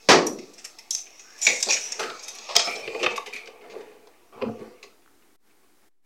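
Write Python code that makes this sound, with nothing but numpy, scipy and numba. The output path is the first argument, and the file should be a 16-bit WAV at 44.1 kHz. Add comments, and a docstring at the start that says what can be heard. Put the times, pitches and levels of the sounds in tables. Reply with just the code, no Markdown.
"""Over a quiet kitchen hiss with faint rubbing, a foil-lined metal tray soon bangs on an oven rack.
It then crinkles in the hands, scrapes, squeals, hums, rattles and thuds along the bars.
Noisy contact forces ring the foil, the tray's rim, sheet and base, the rack bars and the oven floor.
The oven adds a short tail to this handling; the bang is a fading roar of noise with a low boom.
The whole level dips briefly twice near the end, and a phone close by colours the sound."""
import sys
import numpy as np
from scipy import signal
from scipy.fft import rfft, irfft
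from scipy.io import wavfile
from numba import njit

SR = 44100
rng = np.random.default_rng(int(sys.argv[2]) if len(sys.argv) > 2 else 0)


def generate_wav(signal):
    """Clip the signal to [-1, 1] and save it as 16-bit WAV at the path in sys.argv[1]."""
    frames = np.transpose(np.atleast_2d(signal))
    scaled = np.clip(frames, -1, 1) * 32767
    pcm = np.round(scaled).astype(np.int16)
    wavfile.write(sys.argv[1], SR, pcm)


N = 266849
T = np.arange(N) / SR  # time of every sample, s

# colour of the kitchen hiss: (frequency [Hz], relative level per Hz [dB])
HISS_COLOUR = [(15, -50), (25, -22), (80, -13), (170, -19), (354, -8), (607, -22.5), (734, -16.5),
               (962, -19.5), (2220, -21), (2550, -25), (16000, -26.5)]
HISS_DB = -62.5  # average (rms) level
# brief dips of the whole scene: (time [s], level [dB])
LEVEL_DIPS = [(5.36, 0), (5.37, -27), (5.41, -12.5), (5.47, -1.5), (5.885, -1), (5.895, -21.5), (6.02, -23),
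              (6.05, -7.5)]
OVEN_T60_S, OVEN_DB = 0.28, -9  # time for the tail to fall 60 dB, and its level

# small ticks of settling metal: (time [s], level [dB])
TICKS = [(5.061, -45.5), (5.077, -43.5), (5.225, -55)]
TICK_HZ, TICK_WIDTH_HZ = 1296, 600

# colour of the first bang: (frequency [Hz], relative level per Hz [dB])
BANG_COLOUR = [(47, -57), (80, -32.5), (154, -8.5), (387, 0.5), (747, -7.5), (1160, -3), (1440, -13.5),
               (1750, -5.5), (2900, -10), (3240, -17.5), (5240, -6.5), (7120, -25.5), (15000, -54)]
# how fast each pitch of the bang dies: (frequency [Hz], time to fall 60 dB [s])
BANG_FADE = [(150, 0.6), (400, 0.63), (1040, 0.34), (2760, 0.26), (7000, .3), (9000, 0.15), (14000, .12)]
BANG_S, BANG_HOLD_S, BANG_RISE_S = .0873, 0.029, .0015
BANG_DB, BOOM_DB, BOOM_T60_S = -10, -15, 0.4

# ringing modes of each body; the wide rows stand for many close modes
# oven floor: (frequency [Hz], width [Hz], relative level [dB])
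OVEN_FLOOR_MODES = [(59.97, 76, -23.5), (113, 22, -9), (221, 14, -5), (269, 22, -2.5), (279, 22, -2.5)]
# base of the tray: (frequency [Hz], width [Hz], relative level [dB])
TRAY_MODES = [(357, 37, -2.5), (386, 79, -3.5), (425, 26, 2.5), (467, 18, -5.5), (492, 15, -1),
              (536, 26, -6.5)]
# thin sheet of the tray: (frequency [Hz], width [Hz], relative level [dB])
SHEET_MODES = [(609, 15, -3.5), (700, 26, 3.5), (750, 42, -7.5), (872, 80, 0.5), (982, 110, -4),
               (1006, 110, 0.5), (1140, 54, -3.5), (1282, 200, -2.5), (893, 1200, -6.5)]
# rack bars: (frequency [Hz], width [Hz], relative level [dB])
BAR_MODES = [(1705, 9.6, -12), (1945, 70, -15), (1980, 110, -5.5), (2244, 190, -0.5), (2259, 160, 3),
             (2562, 92, -9.5), (3120, 110, -9), (2330, 1400, -7.5)]
# rim of the tray: (frequency [Hz], width [Hz], relative level [dB])
RIM_MODES = [(3337, 79, -9.5), (3730, 40, 4), (4200, 13, -12), (4890, 40, 4), (4530, 3200, -4)]
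# foil: (frequency [Hz], width [Hz], relative level [dB])
FOIL_MODES = [(5320, 180, -3), (5810, 27, 0), (5444, 240, -2.5), (5840, 330, 1.5), (6130, 220, -2.5),
              (6550, 190, 3), (7560, 280, -14.5), (7840, 140, -11), (6375, 2800, -8)]
# bright crackle at the top: (frequency [Hz], width [Hz], relative level [dB])
CRACK_MODES = [(8900, 600, 2.5), (9350, 14000, 4), (11500, 6700, -13.5)]
WANDER_DB, WANDER_PER_S = 3.0, 14  # random spread of a mode's drive, and new values per second

# narrow drifting tones: squeals, tray hum and ringing of the metal under contact:
# (start [s], end [s], first pitch [Hz], last pitch [Hz], first level [dB], last level [dB])
DRIFTING_TONES = [(0.91, 1.03, 6250, 6000, -24, -40.5), (1.236, 1.44, 1430, 1860, -62, -57),
                  (1.487, 1.654, 1990, 2380, -33.5, -45.5), (1.683, 1.93, 2490, 2090, -25.5, -54.5),
                  (1.793, 2.037, 5830, 5860, -34.5, -39.5), (1.99, 2.2, 1270, 1280, -32.5, -53.5),
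                  (1.492, 1.628, 500, 517, -36.5, -51.5), (1.661, 1.905, 502.5, 529, -34, -56.5),
                  (1.983, 2.194, 467, 440, -38, -46.5), (2.583, 3.006, 600, 695, -48.5, -40),
                  (2.64, 2.825, 5250, 5360, -27, -46), (2.638, 2.977, 2325, 2440, -49, -35.5),
                  (2.99, 3.216, 2500, 2220, -34, -40.5), (3.325, 3.491, 2346, 2354, -32, -48.5),
                  (3.617, 4.16, 452, 453, -48, -57.5), (4.588, 4.758, 385, 337, -36, -56),
                  (1.418, 1.618, 7000, 6720, -33, -38.5), (1.7, 1.817, 6900, 6800, -28, -42)]
TONE_WIDTH_HZ, TONE_FADE_S = 110, 0.011
TONE_BREAKUP = 2.2  # power on the wandering drive: higher is more broken

# rubbing pressure: (time [s], on foil [dB], on edge [dB], on bars [dB], on sheet [dB], on base [dB])
RUBBING = [(0.0, -56, -61, -55, -67, -64), (0.12, -44, -51, -63, -52, -63.5),
           (0.25, -71, -59, -64, -59, -37), (0.44, -52, -58, -55.5, -58, -62.5),
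           (0.72, -67, -58, -58.5, -57.5, -68.5), (1.2, -49, -67, -54.5, -60.5, -69),
           (1.43, -49, -56, -50.5, -55.5, -61), (1.49, -28, -55, -51, -54, -64),
           (1.57, -30, -62, -64, -53, -57), (1.63, -36.5, -33, -39.5, -53.5, -57),
           (2.03, -46, -53, -43.5, -45.5, -50), (2.3, -49, -45.5, -46.5, -50.5, -56),
           (2.52, -45, -44, -39.5, -46, -56.5), (2.67, -54, -41, -39, -33, -41),
           (2.81, -63, -57, -36.5, -54, -41.5), (3.04, -58, -46, -48.5, -37, -41.5),
           (3.26, -68, -66, -50, -54, -61), (3.47, -69.5, -80, -57, -50.5, -49),
           (3.88, -72, -76, -57, -60.5, -53), (4.16, -78.5, -82.5, -62.5, -61.5, -67.5),
           (4.37, -67, -74, -72.5, -64.5, -61), (4.51, -62, -71, -57, -51, -36.5),
           (4.65, -70, -68.5, -55, -53.5, -43.5), (5.0, -86, -75, -77, -69, -76)]
GRAINS_PER_S, GRAIN_SPREAD_DB = 610, 3
RATTLE_GRAIN = 0.47  # amount of grainy rubbing mixed into the noise of the blows

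# creases of the foil:
# (time [s], force on foil [dB], on bars [dB], hold [s], time to fall 60 dB [s])
CREASES = [(.267, -24.5, -34, .0025, 0.064), (0.386, -41.5, -44.5, .005, 0.05),
           (0.533, -50, -57, .009, 0.045), (0.58, -43, -46.5, .008, 0.12), (0.643, -40, -35.5, .011, 0.045),
           (0.785, -41.5, -40.5, .0076, 0.045), (0.9065, -15.5, -60, 0.0018, 0.038),
           (0.914, -32, -55, .007, 0.025), (0.948, -19.5, -36, .003, 0.016), (0.981, -36, -45.5, .011, .03),
           (1.193, -41, -45.5, .009, 0.079), (1.378, -44, -47.5, .035, 0.076),
           (1.415, -24, -34.5, .011, 0.19), (1.447, -21, -30, .006, 0.085), (1.601, -28, -37, .0064, 0.017),
           (1.626, -13.5, -28, .006, .03), (1.705, -15.5, -21.5, .005, 0.051),
           (1.721, -16, -25, .02, 0.056), (1.766, -33, -27, .009, 0.053), (1.92, -23.5, -38, .007, 0.02),
           (2.232, -35, -48, .009, 0.086), (2.28, -27.5, -39, .003, 0.099),
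           (2.344, -48.5, -44, .009, 0.095)]
# clanks of the tray on the rack: (time [s], force on edge [dB], on bars [dB], on sheet [dB],
# on base [dB], hold [s], time to fall 60 dB [s])
CLANKS = [(1.061, -57, -49.5, -61, -57, 0.0091, .035), (1.465, -15, -11.5, -48, -28, 0.0063, 0.046),
          (1.485, -30.5, -26, -50, -41, 0.015, 0.096), (1.558, -38, -36.5, -52, -51, 0.0056, 0.024),
          (1.686, -24, -36, -32, -50, 0.014, 0.091), (1.993, -32, -26.5, -29, -37, 0.011, 0.13),
          (2.028, -38, -23, -49, -35, 0.0082, 0.078), (2.098, -40, -24, -30.5, -52.5, 0.0041, 0.015),
          (2.192, -42.5, -63, -69, -51, 0.0053, 0.025), (2.384, -37.5, -41, -47, -44, 0.0053, 0.021),
          (2.488, -40, -30, -34.5, -46.5, 0.018, 0.18), (2.552, -20, -22, -27, -27.5, 0.0084, 0.071),
          (2.563, -5.5, -8, -40, -48, 0.001, 0.0061), (2.592, -20, -18.5, -28.5, -35, 0.0025, 0.088),
          (2.671, -42, -27, -32, -30, 0.0086, 0.034), (2.752, -35.5, -43, -39, -36, .01, 0.036),
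          (3.028, -30.5, -15.5, -24.5, -25.5, 0.014, 0.038),
          (3.061, -41, -11.5, -14.5, -25.5, 0.0038, .017), (3.105, -42, -43, -33, -34, 0.021, 0.061),
          (3.158, -33.5, -27, -42, -52, 0.0051, 0.033), (3.175, -33, -22.5, -20.5, -37, 0.0028, 0.018),
          (3.259, -40.5, -32, -46, -40.5, 0.0094, 0.14), (3.334, -40, -33, -58, -41, 0.0033, .04),
          (3.36, -42, -31, -67, -66, 0.0053, 0.11), (3.456, -47.5, -59, -67, -72.5, 0.0045, 0.037),
          (3.472, -45, -37.5, -50, -45, 0.0039, 0.033), (3.61, -74, -45.5, -70, -54, 0.0066, .04),
          (3.697, -54, -47, -54, -48, 0.031, .04), (3.807, -57.5, -49.5, -60, -64.5, 0.0076, .028),
          (4.07, -57.5, -52, -54.5, -59, 0.0036, 0.036), (4.827, -45.5, -39.5, -50, -44.5, 0.01, .05),
          (4.848, -61, -55, -66, -55, 0.017, 0.033), (4.897, -77, -64, -76, -82.5, .0035, 0.038),
          (5.018, -77.5, -60, -73.5, -78, .0065, 0.04), (5.221, -77, -59, -70.5, -75, 0.0094, 0.036),
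          (5.494, -83.5, -63.5, -76, -77.5, 0.02, .044), (5.63, -78, -62.5, -59.5, -71, .01, 0.04),
          (5.819, -81, -66.5, -64, -76, .018, .036)]
# thuds of the tray's underside: (time [s], force on bars [dB], on sheet [dB], on base [dB],
# on oven floor [dB], hold [s], time to fall 60 dB [s])
THUDS = [(2.875, -26.5, -41, -31.5, -54.5, 0.0045, 0.033), (2.945, -29, -33, -30, -60, 0.0033, 0.035),
         (3.001, -32.5, -52, -28.5, -71, 0.017, 0.076), (3.639, -54, -42, -52, -66, .003, 0.048),
         (3.733, -65, -39.5, -45, -62.5, 0.0063, .035), (3.75, -47.5, -51.5, -33, -42.5, 0.0023, .027),
         (3.79, -77, -66, -45.5, -71, 0.0044, 0.031), (4.322, -52.5, -45.5, -48.5, -63.5, 0.026, .047),
         (4.353, -52.5, -45, -43, -55.5, .06, .052), (4.413, -42, -33.5, -21, -41, 0.0073, 0.11),
         (4.42, -28.5, -32, -15.5, -24, 0.0012, 0.027), (4.447, -62, -40, -29, -27.5, 0.016, 0.056),
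         (4.481, -65, -36, -44, -29, 0.007, 0.053), (4.597, -61, -55, -32.5, -36, .015, 0.025),
         (4.657, -79, -63, -49, -43, 0.0079, .05)]
# sharp snaps of the foil, mostly treble: (time [s], force [dB], hold [s])
SNAPS = [(0.265, -27.5, 0.006), (0.536, -41, 0.0044), (0.585, -46.5, 0.006), (0.647, -31, 0.0079),
         (0.7865, -42, 0.0067), (0.909, -36, 0.006), (0.944, -42, 0.006), (1.3866, -44.5, 0.006),
         (1.413, -34, 0.006), (1.449, -38, 0.006), (1.564, -37.5, 0.0065), (1.606, -34, 0.006),
         (1.6276, -46, 0.006), (1.697, -28, 0.006), (1.879, -44, 0.006), (1.917, -42.5, 0.006),
         (1.9943, -39, 0.006), (2.226, -42, 0.006), (2.281, -37.5, 0.006), (2.35, -38.5, 0.006),
         (2.5614, -18.5, 0.006), (3.02, -43, 0.006), (3.1082, -49, 0.006), (3.164, -35, 0.0067),
         (3.266, -44, 0.006), (3.3342, -43, 0.006), (3.3582, -45, 0.006), (4.832, -47.5, 0.0074)]
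SNAP_T60_S = 0.048
CREASE_RISE_S, CLANK_RISE_S, THUD_RISE_S, SNAP_RISE_S = .001, 0.0017, 0.0019, .001
TICK_DB, TICK_S = 4, .002  # extra force around the end of each rise, and its time scale
PUSH_S, PUSH_DB = 0.0014, -7  # a thud opens with a soft push, this far from its force on the base
CLICK_DB = 6.5  # a crease opens with a click, this far above its force on the foil

# the seven forces are numbered in the column order of the next table
FOIL, EDGE, BARS, SHEET, BASE, OVEN_FLOOR, SNAP = range(7)
# how strongly each force reaches each ringing body, one row per body: (from foil [dB], edge [dB],
# bars [dB], sheet [dB], base [dB], oven floor [dB], snap [dB])
REACH_DB = {"foil": (-3, -3.5, -39.5, -56.5, -70.5, -73, -7),
            "crack": (-18, -25, -29, -48.5, -61, -70, -5.5),
            "rim": (-13, -1, -15.5, -40.5, -62, -69, -16.5), "bars": (-41, -39.5, 0, -31, -51, -70, -29.5),
            "sheet": (-51.5, -54, -17, 1, -26.5, -40, -40.5),
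            "tray": (-62.5, -60.5, -40, -26.5, -0.5, -18, -61.5),
            "oven floor": (-50.5, -41.5, -38, -32, -16, 0, -60)}

# tone colour of the phone's microphone: (frequency [Hz], level [dB])
MIC_COLOUR = [(30, -1), (120, -4), (200, 3), (7000, 0), (9000, 0.5), (16000, -2.5)]
TOP_HZ = 16050  # almost nothing passes above this
DRIVE = 1.13  # how hard loud peaks are squeezed
OFFSET = -0.0011  # steady voltage of the input stage


def undb(db):
    """Turn decibels into a plain multiplier."""
    return 10 ** (np.asarray(db) / 20)


def unit(x):
    """Scale to an average (rms) size of 1."""
    return x / np.sqrt(np.mean(x ** 2))


def on_log(hz, table):
    """Read a table between its rows, with pitch spaced as the ear hears it."""
    table = np.array(table)
    return np.interp(np.log(hz), np.log(table[:, 0]), table[:, 1])


def ring(x, hz, width_hz):
    """A simple resonance, gain 1 at its centre; a narrower one rings longer."""
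    return signal.lfilter(*signal.iirpeak(min(hz, .45 * SR), hz / width_hz, fs=SR), x)


@njit
def glide(x, hz, sharpness):
    """A resonance whose centre moves, gain 1 at the centre."""
    y, band, low = np.empty(len(x)), 0., 0.
    for i in range(len(x)):
        g = np.tan(np.pi * hz[i] / SR)
        v = (band + g * (x[i] - low)) / (1 + g * (g + 1 / sharpness[i]))
        low += 2 * g * v
        band = 2 * v - band
        y[i] = v / sharpness[i]
    return y


def wander():
    """The contact point moves, so a mode is driven now harder, now softer, at random."""
    count = int(N / SR * WANDER_PER_S) + 2
    gain = undb(WANDER_DB * rng.standard_normal(count))
    return np.interp(T * WANDER_PER_S, np.arange(count), unit(gain))


def body(force, modes):
    """A struck body answers with its own modes; white force of rms 1 gives sound of rms near 1."""
    centres = np.array(modes)[:, 0]
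    edges = centres.min() / 1.12, min(centres.max() * 1.076, .45 * SR)
    band = signal.butter(3, edges, "band", fs=SR, output="sos")
    force = signal.sosfilt(band, force)
    sound, power = 0, 0
    for k, (hz, width_hz, db) in enumerate(modes):
        sign = (-1) ** k  # neighbouring modes move in opposite directions
        sound = sound + sign * undb(db) * ring(force * wander(), hz, width_hz)
        power += undb(2 * db) * np.pi * width_hz / SR
    return sound / np.sqrt(power)


def hiss():
    """Steady kitchen and microphone noise: random noise given a fixed colour."""
    hz = np.maximum(np.arange(N // 2 + 1) * SR / N, 20)
    noise = irfft(rfft(rng.standard_normal(N)) * undb(on_log(hz, HISS_COLOUR)), N)
    return unit(noise) * undb(HISS_DB)


def oven_tail(dry):
    """Many overlapping echoes in the oven: fading noise smears the sound."""
    t = T[:SR // 3]
    build_up = np.minimum(t / 0.025, 1)
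    echoes = rng.standard_normal(len(t)) * undb(-60 * t / OVEN_T60_S) * build_up
    echoes = echoes / np.sqrt(np.sum(echoes ** 2))
    return undb(OVEN_DB) * signal.fftconvolve(dry, echoes)[:N]


def ticks():
    """Settling metal: lone clicks pass twice through one short resonance."""
    click = np.zeros(N)
    for s, db in TICKS:
        click[int(s * SR)] = undb(db) * SR / (np.pi * TICK_WIDTH_HZ)
    return ring(ring(click, TICK_HZ, TICK_WIDTH_HZ), TICK_HZ, TICK_WIDTH_HZ)


def bang():
    """The tray drops on the rack: bands of noise roar and fade by pitch, and low modes boom on."""
    t = np.maximum(T - BANG_S, 0)
    rise = np.minimum(t / BANG_RISE_S, 1)
    after = np.maximum(t - BANG_HOLD_S, 0)  # full level is held for a moment before the fade
    roar = 0
    for hz in 90 * 2 ** np.arange(0, 7.5, 1 / 3):  # three bands per octave
        band = rng.standard_normal(N)
        for _ in range(3):
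            band = ring(band, hz, hz / 2.5)
        level_db = on_log(hz, BANG_COLOUR) - 60 * after / on_log(hz, BANG_FADE)
        roar = roar + undb(level_db) * band
    early = (t > 0) & (t < .04)
    roar = rise * roar / np.std(roar[early])
    boom_force = rng.standard_normal(N) * undb(-60 * after / BOOM_T60_S) * rise
    boom = body(boom_force, OVEN_FLOOR_MODES + TRAY_MODES + SHEET_MODES)
    return undb(BANG_DB) * roar + undb(BOOM_DB) * boom


def grains():
    """Metal catches and slips on metal: tiny impacts of very uneven size over steady noise."""
    hit = rng.random(N) < GRAINS_PER_S / SR
    size = undb(GRAIN_SPREAD_DB * rng.exponential(size=N))
    impacts = hit * size * rng.standard_normal(N)
    return unit(impacts + 0.48 * rng.standard_normal(N))


def drifting_tones(rub):
    """Metal under contact squeals, hums or rings: rubbing noise through one narrow, drifting resonance."""
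    out = 0
    loudness = np.sqrt(SR / (np.pi * TONE_WIDTH_HZ))  # makes up for the narrow filter
    for start, end, from_hz, to_hz, from_db, to_db in DRIFTING_TONES:
        fade = np.clip(np.minimum(T - start, end - T) / TONE_FADE_S, 0, 1)
        hz = np.interp(T, [start, end], [from_hz, to_hz])
        level = undb(np.interp(T, [start, end], [from_db, to_db]))
        broken_rub = rub * unit(wander() ** TONE_BREAKUP)
        tone = glide(broken_rub, hz, hz / TONE_WIDTH_HZ) * loudness
        out = out + fade * level * tone
    return out


def opening_pushes():
    """First touch: each thud pushes smoothly on the tray's base, each crease clicks on the foil."""
    force, shape = np.zeros((7, N)), np.hanning(int(PUSH_S * SR))
    for s, _, _, base_db, *_ in THUDS:
        i = int(s * SR)
        force[BASE, i:i + len(shape)] = undb(base_db + PUSH_DB) * shape
    for s, foil_db, *_ in CREASES:
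        force[FOIL, int(s * SR)] = undb(foil_db + CLICK_DB)
    return force


def contact_power():
    """Power of the seven forces: each contact builds up, chatters for a while and dies; powers add."""
    power = np.zeros((7, N))
    snaps = [(*row, SNAP_T60_S) for row in SNAPS]
    kinds = [(CREASES, [FOIL, BARS], CREASE_RISE_S),
             (CLANKS, [EDGE, BARS, SHEET, BASE], CLANK_RISE_S),
             (THUDS, [BARS, SHEET, BASE, OVEN_FLOOR], THUD_RISE_S),
             (snaps, [SNAP], SNAP_RISE_S)]
    for table, parts, rise_s in kinds:
        for s, *force_db, hold_s, t60_s in table:
            i = int(s * SR)
            t = T[:min(N - i, SR // 4)]
            tick_db = TICK_DB * np.exp(-((t - rise_s) / TICK_S) ** 2)  # first full contact is hardest
            fade_db = 60 * np.maximum(t - rise_s - hold_s, 0) / t60_s
            envelope = undb(tick_db - fade_db) * np.minimum(t / rise_s, 1)
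            power[parts, i:i + len(t)] += (undb(force_db)[:, None] * envelope) ** 2
    return power


def handling():
    """Blows and rubbing drive every body, each force reaching each body by its own share."""
    rub = grains()
    rattle = unit(rng.standard_normal(N) + RATTLE_GRAIN * rub)
    blow_power, push = contact_power(), opening_pushes()
    rub_power = np.zeros((7, N))
    times, *curves_db = np.array(RUBBING).T
    for part, db in enumerate(curves_db):  # foil, edge, bars, sheet, base
        rub_power[part] = undb(np.interp(T, times, db, right=-120)) ** 2
    out = drifting_tones(rub) + ticks()
    bodies = [FOIL_MODES, CRACK_MODES, RIM_MODES, BAR_MODES, SHEET_MODES, TRAY_MODES, OVEN_FLOOR_MODES]
    for modes, reach_db in zip(bodies, REACH_DB.values()):
        share = undb(reach_db)
        blow_force = np.sqrt(share ** 2 @ blow_power) * rattle
        rub_force = np.sqrt(share ** 2 @ rub_power) * rub
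        out = out + body(blow_force + rub_force + share @ push, modes)
    return out


def scene():
    """Add the handling, its oven tail, the bang and the hiss, then dip the whole level twice."""
    handled = handling()
    mix = handled + oven_tail(handled) + bang() + hiss()
    dips = undb(np.interp(T, *np.transpose(LEVEL_DIPS)))
    return (mix * dips)[None]


def record(dry):
    """The phone thins the bass, dulls the top, squeezes loud peaks and adds a small steady offset."""
    hz = np.maximum(np.arange(N // 2 + 1) * SR / N, 20)
    coloured = irfft(rfft(dry) * undb(on_log(hz, MIC_COLOUR)), N)
    rounded = np.tanh(DRIVE * coloured) / DRIVE + OFFSET
    low_pass = signal.ellip(10, .2, 80, TOP_HZ, fs=SR, output="sos")
    return signal.sosfilt(low_pass, rounded)


dry = scene()
out = record(dry)
generate_wav(out)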